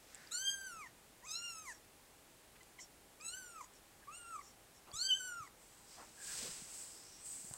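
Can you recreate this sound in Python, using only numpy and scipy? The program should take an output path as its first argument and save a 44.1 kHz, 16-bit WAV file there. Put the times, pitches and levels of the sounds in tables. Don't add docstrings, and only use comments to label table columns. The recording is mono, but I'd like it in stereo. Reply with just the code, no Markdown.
import sys
import numpy as np
from scipy import signal
from scipy.fft import rfft, irfft, next_fast_len
from scipy.io import wavfile
from scipy.ndimage import map_coordinates

SR = 44100
rng = np.random.default_rng(int(sys.argv[2]) if len(sys.argv) > 2 else 0)


def generate_wav(signal):
    frames = np.transpose(np.atleast_2d(signal))
    scaled = np.clip(frames, -1, 1) * 32767
    pcm = np.round(scaled).astype(np.int16)
    wavfile.write(sys.argv[1], SR, pcm)


N = 334004


def amp(db):
    return 10 ** (np.asarray(db) / 20)


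def unit(x):
    return x / np.sqrt(np.mean(x ** 2) + 1e-20)


def read(points, hz):
    f, value = np.transpose(points)
    return np.interp(np.log(hz + 1), np.log(f + 1), value)


def curves(rows, t):
    s, *columns = np.transpose(rows)
    return [np.interp(t, s, c) for c in columns]


def add(mix, s, sound):
    part = mix[max(round(s * SR), 0):][:len(sound)]
    part += sound[:len(part)]


def track(events):
    mix = np.zeros(N)
    for s, sound in events:
        add(mix, s, sound)
    return mix


def colour(x, spectrum):
    size = next_fast_len(len(x))
    gain = amp(read(spectrum, np.fft.rfftfreq(size, 1 / SR)))
    return unit(irfft(rfft(x, size) * gain, size)[:len(x)])


def wobble(size, rate_hz):
    knots = rng.standard_normal(4096)
    return map_coordinates(knots, [np.arange(size) * rate_hz / SR], order=1, mode="wrap") * np.sqrt(1.5)


def resonance(hz, centre_hz, width_hz):
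    return 1 / np.sqrt(1 + (2 * (hz - centre_hz) / width_hz) ** 2)


def puff(s, length, db, spectrum):
    size = int(length * 2.1 * SR)
    noise = colour(rng.standard_normal(SR // 2), spectrum)[:size]
    return s - size / SR / 2, amp(db) * noise * np.hanning(size)


def ring(s, db, hz, t60, snap):
    t = np.arange(SR // 8) / SR
    body = np.sin(2 * np.pi * hz * t) * amp(-60 * t / t60)
    band = signal.butter(2, [hz * 0.26, min(hz * 1.4, SR * .45)], "band", fs=SR)
    crack = snap * signal.lfilter(*band, rng.standard_normal(len(t)) * np.exp(-t / 0.0011))
    return s, amp(db) * (body + crack) * (1 - np.exp(-t * hz))


def room_tone(hiss_db=-63.5, hum_hz=47, hum_db=-80, whine_hz=805, whine_db=-79):
    # f/Hz, level/dB
    hiss = [(12, -45), (20, -4.5), (53, 1), (70, -4), (101, -2.5), (222, -4), (277, -3), (422, -3.5),
            (802, -6), (873, -6.5), (1370, -9.5), (1810, -10), (5850, -15), (7950, -12), (16000, -20)]
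    hum = amp(hum_db) * np.sin(2 * np.pi * np.cumsum(hum_hz + 4 * wobble(N, 39)) / SR)
    whine = amp(whine_db) * np.sin(2 * np.pi * np.cumsum(whine_hz + 2 * wobble(N, 8.9)) / SR)
    return amp(hiss_db) * colour(rng.standard_normal(N), hiss) + hum + whine


def fabric(grain_db=1.5, flutter_db=0.72):
    # full at t/s, rise/s, hold/s, fade/s, hiss level/dB, rub level/dB
    strokes = [ (0.13, 0.12, 0.16, 0.025, -72, -67), (5.62, .03, 0.32, .05, -67, -74),
               (5.93, 0.054, 0.023, 0.39, -62.5, -64.5), (6.318, 0.11, 0.091, 0.25, -46.5, -56.5),
               (6.407, 0.14, 0.044, 0.17, -57, -51), (6.776, .09, 0.022, 0.17, -50.5, -63.5),
               (7.057, 0.34, 0.37, .1, -65, -66.5), (7.263, 0.018, 0.017, 0.67, -50, -84)]
    # f/Hz, level/dB
    fibres = [(1760, -28.5), (3000, -23), (3520, -34), (4830, -16), (5370, -19), (6390, -13.5), (8050, -2),
              (9940, -19), (12800, -24), (15100, -32), (16000, -15.5)]
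    # f/Hz, level/dB
    rub = [(100, 1.5), (300, -1.5), (700, -3.5), (1200, -0.5), (2200, 2), (3500, 2.5), (5200, 7), (6800, 4),
           (8500, -16.5), (10000, -28), (15000, -14)]
    t, power = np.arange(N) / SR, np.zeros((2, N))
    for s, rise, hold, fade, hiss_db, rub_db in strokes:
        stroke = np.exp(-(np.maximum(s - t, 0) / rise) ** 2 - np.maximum(t - s - hold, 0) / fade)
        power += (amp([[hiss_db], [rub_db]]) * stroke) ** 2
    light, pressed = np.sqrt(power)
    slips = rng.standard_normal((2, N)) * amp(grain_db * rng.standard_normal((2, N)))
    rustle = light * colour(slips[0], fibres) + pressed * colour(slips[1], rub)
    return rustle * amp(flutter_db * wobble(N, 130))


def scuffs():
    # middle t/s, length/s, level/dB, centre f/Hz, width/Hz
    scrapes = [(.193, 0.22, -64.5, 1750, 900), (2.562, 0.011, -63, 2200, 2000),
               (4.033, 0.016, -64, 1680, 250), (4.898, 0.045, -59.5, 920, 1230),
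               (5.943, 0.12, -65.5, 5130, 1200), (6.011, 0.064, -56.5, 930, 1400),
               (6.221, .078, -61.5, 1650, 140), (6.305, 0.045, -52.5, 1615, 170),
               (6.341, 0.0315, -69, 1430, 150), (6.453, .067, -57.5, 484, 159),
               (6.97, 0.22, -65, 5170, 600), (7.14, 0.16, -63, 5660, 800), (7.323, 0.17, -50.5, 8130, 900),
               (7.549, .043, -62.5, 1200, 900)]
    hz = np.geomspace(20, 16000, 600)
    for s, length, db, centre_hz, width_hz in scrapes:
        band_db = 40 * np.log10(resonance(hz, centre_hz, width_hz))
        yield puff(s, length, db, np.c_[hz, band_db])


def clicks():
    # t/s, ring level/dB, f/Hz, t60/s
    ticks = [(0.1468, -32.5, 8060, 0.005), (.1535, -40, 7360, .006), (0.273, -45, 4800, 0.014),
             (2.632, -41, 7500, 0.0018), (3.211, -43.5, 4950, 0.011), (3.737, -47.5, 7900, 0.0047),
             (4.916, -44, 4580, 0.014), (7.538, -26.5, 8300, 0.0058)]
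    return [ring(*row, snap=0.24) for row in ticks]


def mouth_motion(t, first_gape, widest_s, closing_s, open_hz, shut_hz, open_db, shut_db,
                 upper_hz, upper_db, rest_hz=8170, slide_s=0.025):
    opening = np.sin(np.pi / 2 * np.clip((t - t[0]) / (widest_s - t[0]), 0, 1)) ** 0.83
    closing = np.exp(-(np.maximum(t - widest_s, 0) / closing_s) ** 2)
    gape = (first_gape + (1 - first_gape) * opening) * closing
    front = shut_hz + (open_hz - shut_hz) * gape
    front_db = shut_db + (open_db - shut_db) * closing
    upper = upper_hz + (rest_hz - upper_hz) * np.exp(-(t - t[0]) / slide_s)
    return gape, front, front_db, upper, amp(upper_db) * gape


def mew(pitch, effort, mouth, hoarseness, creak, jitter=0.00446, strain=0.0061, flutter_db=2.5):
    # f/Hz, level/dB
    throat = [(1800, -8), (2200, -9), (2800, -10), (3500, -10), (4400, -8), (5500, -3), (6500, 0),
              (8500, 0), (9300, -7), (11000, -11), (12500, -10), (15500, -20)]
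    # f/Hz, level/dB
    breath = [(2000, -41), (4500, -17), (6500, 0), (8300, 8), (10000, -43), (15000, -22)]
    t = np.arange(pitch[0][0], pitch[-1][0], 1 / SR)
    hz, = curves(pitch, t)
    low_db, high_db = curves(effort, t)
    gape, front_hz, front_db, upper_hz, upper_lift = mouth_motion(t, *mouth)
    starting = np.exp(-((t - t[0] - .06) / 0.063) ** 2)
    slack = creak * np.exp(-((t[-1] - t) / 0.063) ** 2)
    crack = .05 * slack * wobble(len(t), 300)
    hz = hz * (1 + jitter * wobble(len(t), 91.8) + strain * starting * wobble(len(t), 409) + crack)
    k = np.arange(1, 13)[:, None]
    partial_hz = k * hz
    nasal_db = 8 * (1 - gape) * resonance(partial_hz, 3500, width_hz=3000) ** 2
    colour_db = read(throat, partial_hz) - nasal_db
    colour_db += flutter_db * np.array([wobble(len(t), 43.6) for _ in k]) * (k > 2)
    colour_db += 4 * gape * resonance(partial_hz, 12000, width_hz=4000) ** 2
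    colour_db -= 5 * np.clip((-48 - high_db) / 15, 0, 1) * (k > 7)
    gain = amp(colour_db) * (1 + upper_lift * resonance(partial_hz, upper_hz, width_hz=1050))
    brightness = amp(high_db + 0.2)
    gain *= brightness / np.linalg.norm(gain[3:], axis=0)
    front_lift = amp(front_db - 6 * (k - 2)) * (k < 4)
    gain *= 1 + front_lift * resonance(partial_hz, front_hz, width_hz=720) ** 3
    gain[0] = amp(low_db - 0.6)
    gain *= 1 + hoarseness * starting * np.array([wobble(len(t), 600) for _ in k]) * (k > 2)
    phase = 2 * np.pi * np.cumsum(hz) / SR
    harmonics = np.cos(k * phase + 2 * np.pi * rng.random(k.shape)) * (partial_hz < SR / 2)
    voice = np.sqrt(2) * (gain * harmonics).sum(0)
    voice *= amp((1.48 + 2.4 * slack) * wobble(len(t), 161))
    leak = brightness * amp(-19 + 1.3 * starting + 11 * slack)
    voice += leak * colour(rng.standard_normal(len(t)), breath)
    fade = np.clip(np.minimum(t - t[0], t[-1] - t) / 0.0021, 0, 1)
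    return t[0], voice * fade


def mews():
    # t/s, f/Hz
    pitches = [
        [(0.31, 1198), (0.334, 1416), (0.357, 1428), (0.417, 1568), (0.508, 1599), (0.672, 1548), (0.715, 1404),
         (0.811, 1220), (0.875, 890)],
        [(1.225, 905), (1.25, 1023), (1.272, 1284), (1.295, 1219), (1.373, 1386), (1.484, 1405), (1.55, 1318),
         (1.641, 1240), (1.73, 801)],
        [(3.2, 1168), (3.234, 1311), (3.275, 1325), (3.38, 1564), (3.432, 1476), (3.531, 1380), (3.593, 1244),
         (3.627, 963), (3.648, 1014)],
        [(4.072, 1089), (4.141, 1378), (4.177, 1442), (4.253, 1380), (4.314, 1363), (4.374, 1214), (4.42, 1052)],
        [(4.925, 1065), (4.967, 1294), (5.038, 1531), (5.099, 1580), (5.118, 1493), (5.17, 1579), (5.219, 1490),
         (5.256, 1502), (5.387, 1370), (5.48, 992)],
    ]
    # t/s, base level/dB of the fundamental and of the high overtones
    efforts = [
        [(0.31, -67.9, -55), (0.322, -57.5, -47.5), (0.36, -52.5, -46), (0.51, -53, -45), (0.55, -54, -51.5),
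         (0.67, -51, -55.5), (0.76, -54, -61.5), (0.85, -57, -69), (0.875, -68.7, -65)],
        [(1.225, -74.4, -80), (1.245, -59, -65), (1.28, -66, -55), (1.32, -63.5, -47), (1.39, -59, -54.5),
         (1.45, -56, -50.5), (1.645, -63, -60.0), (1.685, -52.5, -56), (1.73, -73, -59.5)],
        [(3.2, -65.5, -71), (3.26, -66.2, -47.5), (3.37, -53.5, -55.5), (3.52, -64.5, -62.5),
         (3.56, -55.5, -65.8), (3.61, -51.5, -66), (3.648, -62.5, -58)],
        [(4.072, -60, -72), (4.086, -48, -84), (4.14, -61.0, -58), (4.17, -70, -55), (4.22, -61, -63.5),
         (4.34, -48, -61.5), (4.4, -50.5, -69.5), (4.42, -61, -69)],
        [(4.925, -68, -68), (4.942, -57.5, -52.0), (5.02, -57, -46.5), (5.12, -52.5, -48.7),
         (5.135, -62.0, -48.5), (5.172, -51, -49.5), (5.189, -70, -52), (5.207, -47.5, -49),
         (5.3, -48.5, -54.4), (5.4, -46, -63), (5.48, -64.5, -67)],
    ]
    # first gape/0-1, widest at t/s, closing time/s,
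    # front resonance open f/Hz, shut f/Hz, open lift/dB, shut lift/dB, upper resonance f/Hz, lift/dB
    mouths = [(0.75, 0.364, 0.16, 4010, 2110, 30.5, 29, 6500, 18),
              (0.0, 1.359, 0.13, 3600, 1940, 33, 21.5, 6000, 22.5),
              (0.15, 3.323, 0.022, 3650, 2340, 36, 17, 7680, 19.5),
              (0.73, 4.233, 0.091, 2480, 1910, 32.5, 30.5, 8800, 23.5),
              (0.72, 4.992, 0.21, 4335, 400, 36, 57.5, 6650, 23.5)]
    roughness = [(0.34, 0.33), (.5, 0.25), (0.15, .7), (0.4, 0.78), (0.42, 0.51)]
    for pitch, effort, mouth, (hoarseness, creak) in zip(pitches, efforts, mouths, roughness):
        yield mew(pitch, effort, mouth, hoarseness, creak)


def room(x, wet_db=-9):
    # f/Hz, level/dB
    echo_colour = [(1300, -8.5), (2500, -10.5), (4500, 4.5), (8000, 8), (14000, -14.5)]
    # f/Hz, t60/s
    decay = [(300, 0.3), (2000, 0.3), (6000, 0.097), (14000, 0.036)]
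    # delay/ms, gain
    reflections = [(2.3, 0.068), (4.7, 0.015), (8.9, 0.023)]
    count = SR // 40
    taps = np.zeros(SR)
    taps[130 + 20 * np.arange(count) + rng.integers(0, 20, count)] = rng.choice([-1., 1.], count)
    hz, t, spectra = signal.stft(taps, SR, nperseg=256)
    tail_db = read(echo_colour, hz)[:, None] - 60 * t / read(decay, hz)[:, None]
    tail = signal.istft(spectra * amp(tail_db), SR, nperseg=256)[1]
    out = x + amp(wet_db) * signal.fftconvolve(x, tail / np.linalg.norm(tail))[:N]
    for delay_ms, gain in reflections:
        add(out, delay_ms / 1000, gain * x)
    return out


def snuffles():
    # middle t/s, length/s, level/dB
    breaths = [(2.818, 0.034, -54), (4.462, 0.083, -64), (4.765, 0.036, -68), (1.75, .04, -66),
               (3.76, 0.032, -68.5)]
    # f/Hz, level/dB
    nose = [(1760, -55), (3000, -27), (4740, -11), (5150, -12), (5520, 9), (6190, -3), (7200, 3),
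            (9800, -14), (12000, -47), (15600, -56), (22000, -120)]
    return [puff(*row, nose) for row in breaths]


def squeaks(lips_hz=2150, lips_width_hz=600):
    # t/s, length/s, start f/Hz, middle f/Hz, end f/Hz, level/dB
    notes = [(2.605, 0.017, 1030, 1010, 1000, -59), (2.783, 0.023, 1190, 967, 1160, -53),
             (4.857, 0.044, 1150, 1350, 1500, -69)]
    k = np.arange(1, 9)[:, None]
    for s, length, *bend_hz, db in notes:
        progress = np.linspace(0, 1, int(length * SR))
        hz = np.interp(progress, [0, .5, 1], bend_hz)
        harmonics = np.sin(2 * np.pi * k * np.cumsum(hz) / SR)
        voice = (resonance(k * hz, lips_hz, lips_width_hz) * harmonics).sum(0)
        yield s, amp(db) * unit(voice) * np.sin(np.pi * progress)


def microphone_bumps():
    # t/s, ring level/dB, f/Hz, t60/s
    knocks = [(4.937, -35, 100, 0.028), (4.952, -34, 130, 0.023), (5.403, -36, 118, 0.03),
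              (6.425, -40, 238, 0.04), (6.446, -47, 120, 0.053), (6.486, -46.5, 178, 0.075),
              (6.62, -35.5, 170, 0.021), (7.444, -36, 179, 0.021), (7.509, -31.5, 125, .03),
              (7.511, -42, 800, 0.0095)]
    return [ring(*row, snap=6.1) for row in knocks]


def scene():
    kitten = track([*mews(), *squeaks(), *snuffles()])
    close = track([*scuffs(), *clicks(), *microphone_bumps()])
    mono = room(kitten) + close + fabric() + room_tone()
    return np.array([mono, mono])


def record(dry):
    edge_hz = 15850
    lowpass = signal.firwin(511, edge_hz, window=("kaiser", 9), fs=SR)
    return signal.oaconvolve(dry, lowpass[None], "same")


dry = scene()
out = record(dry)
generate_wav(out)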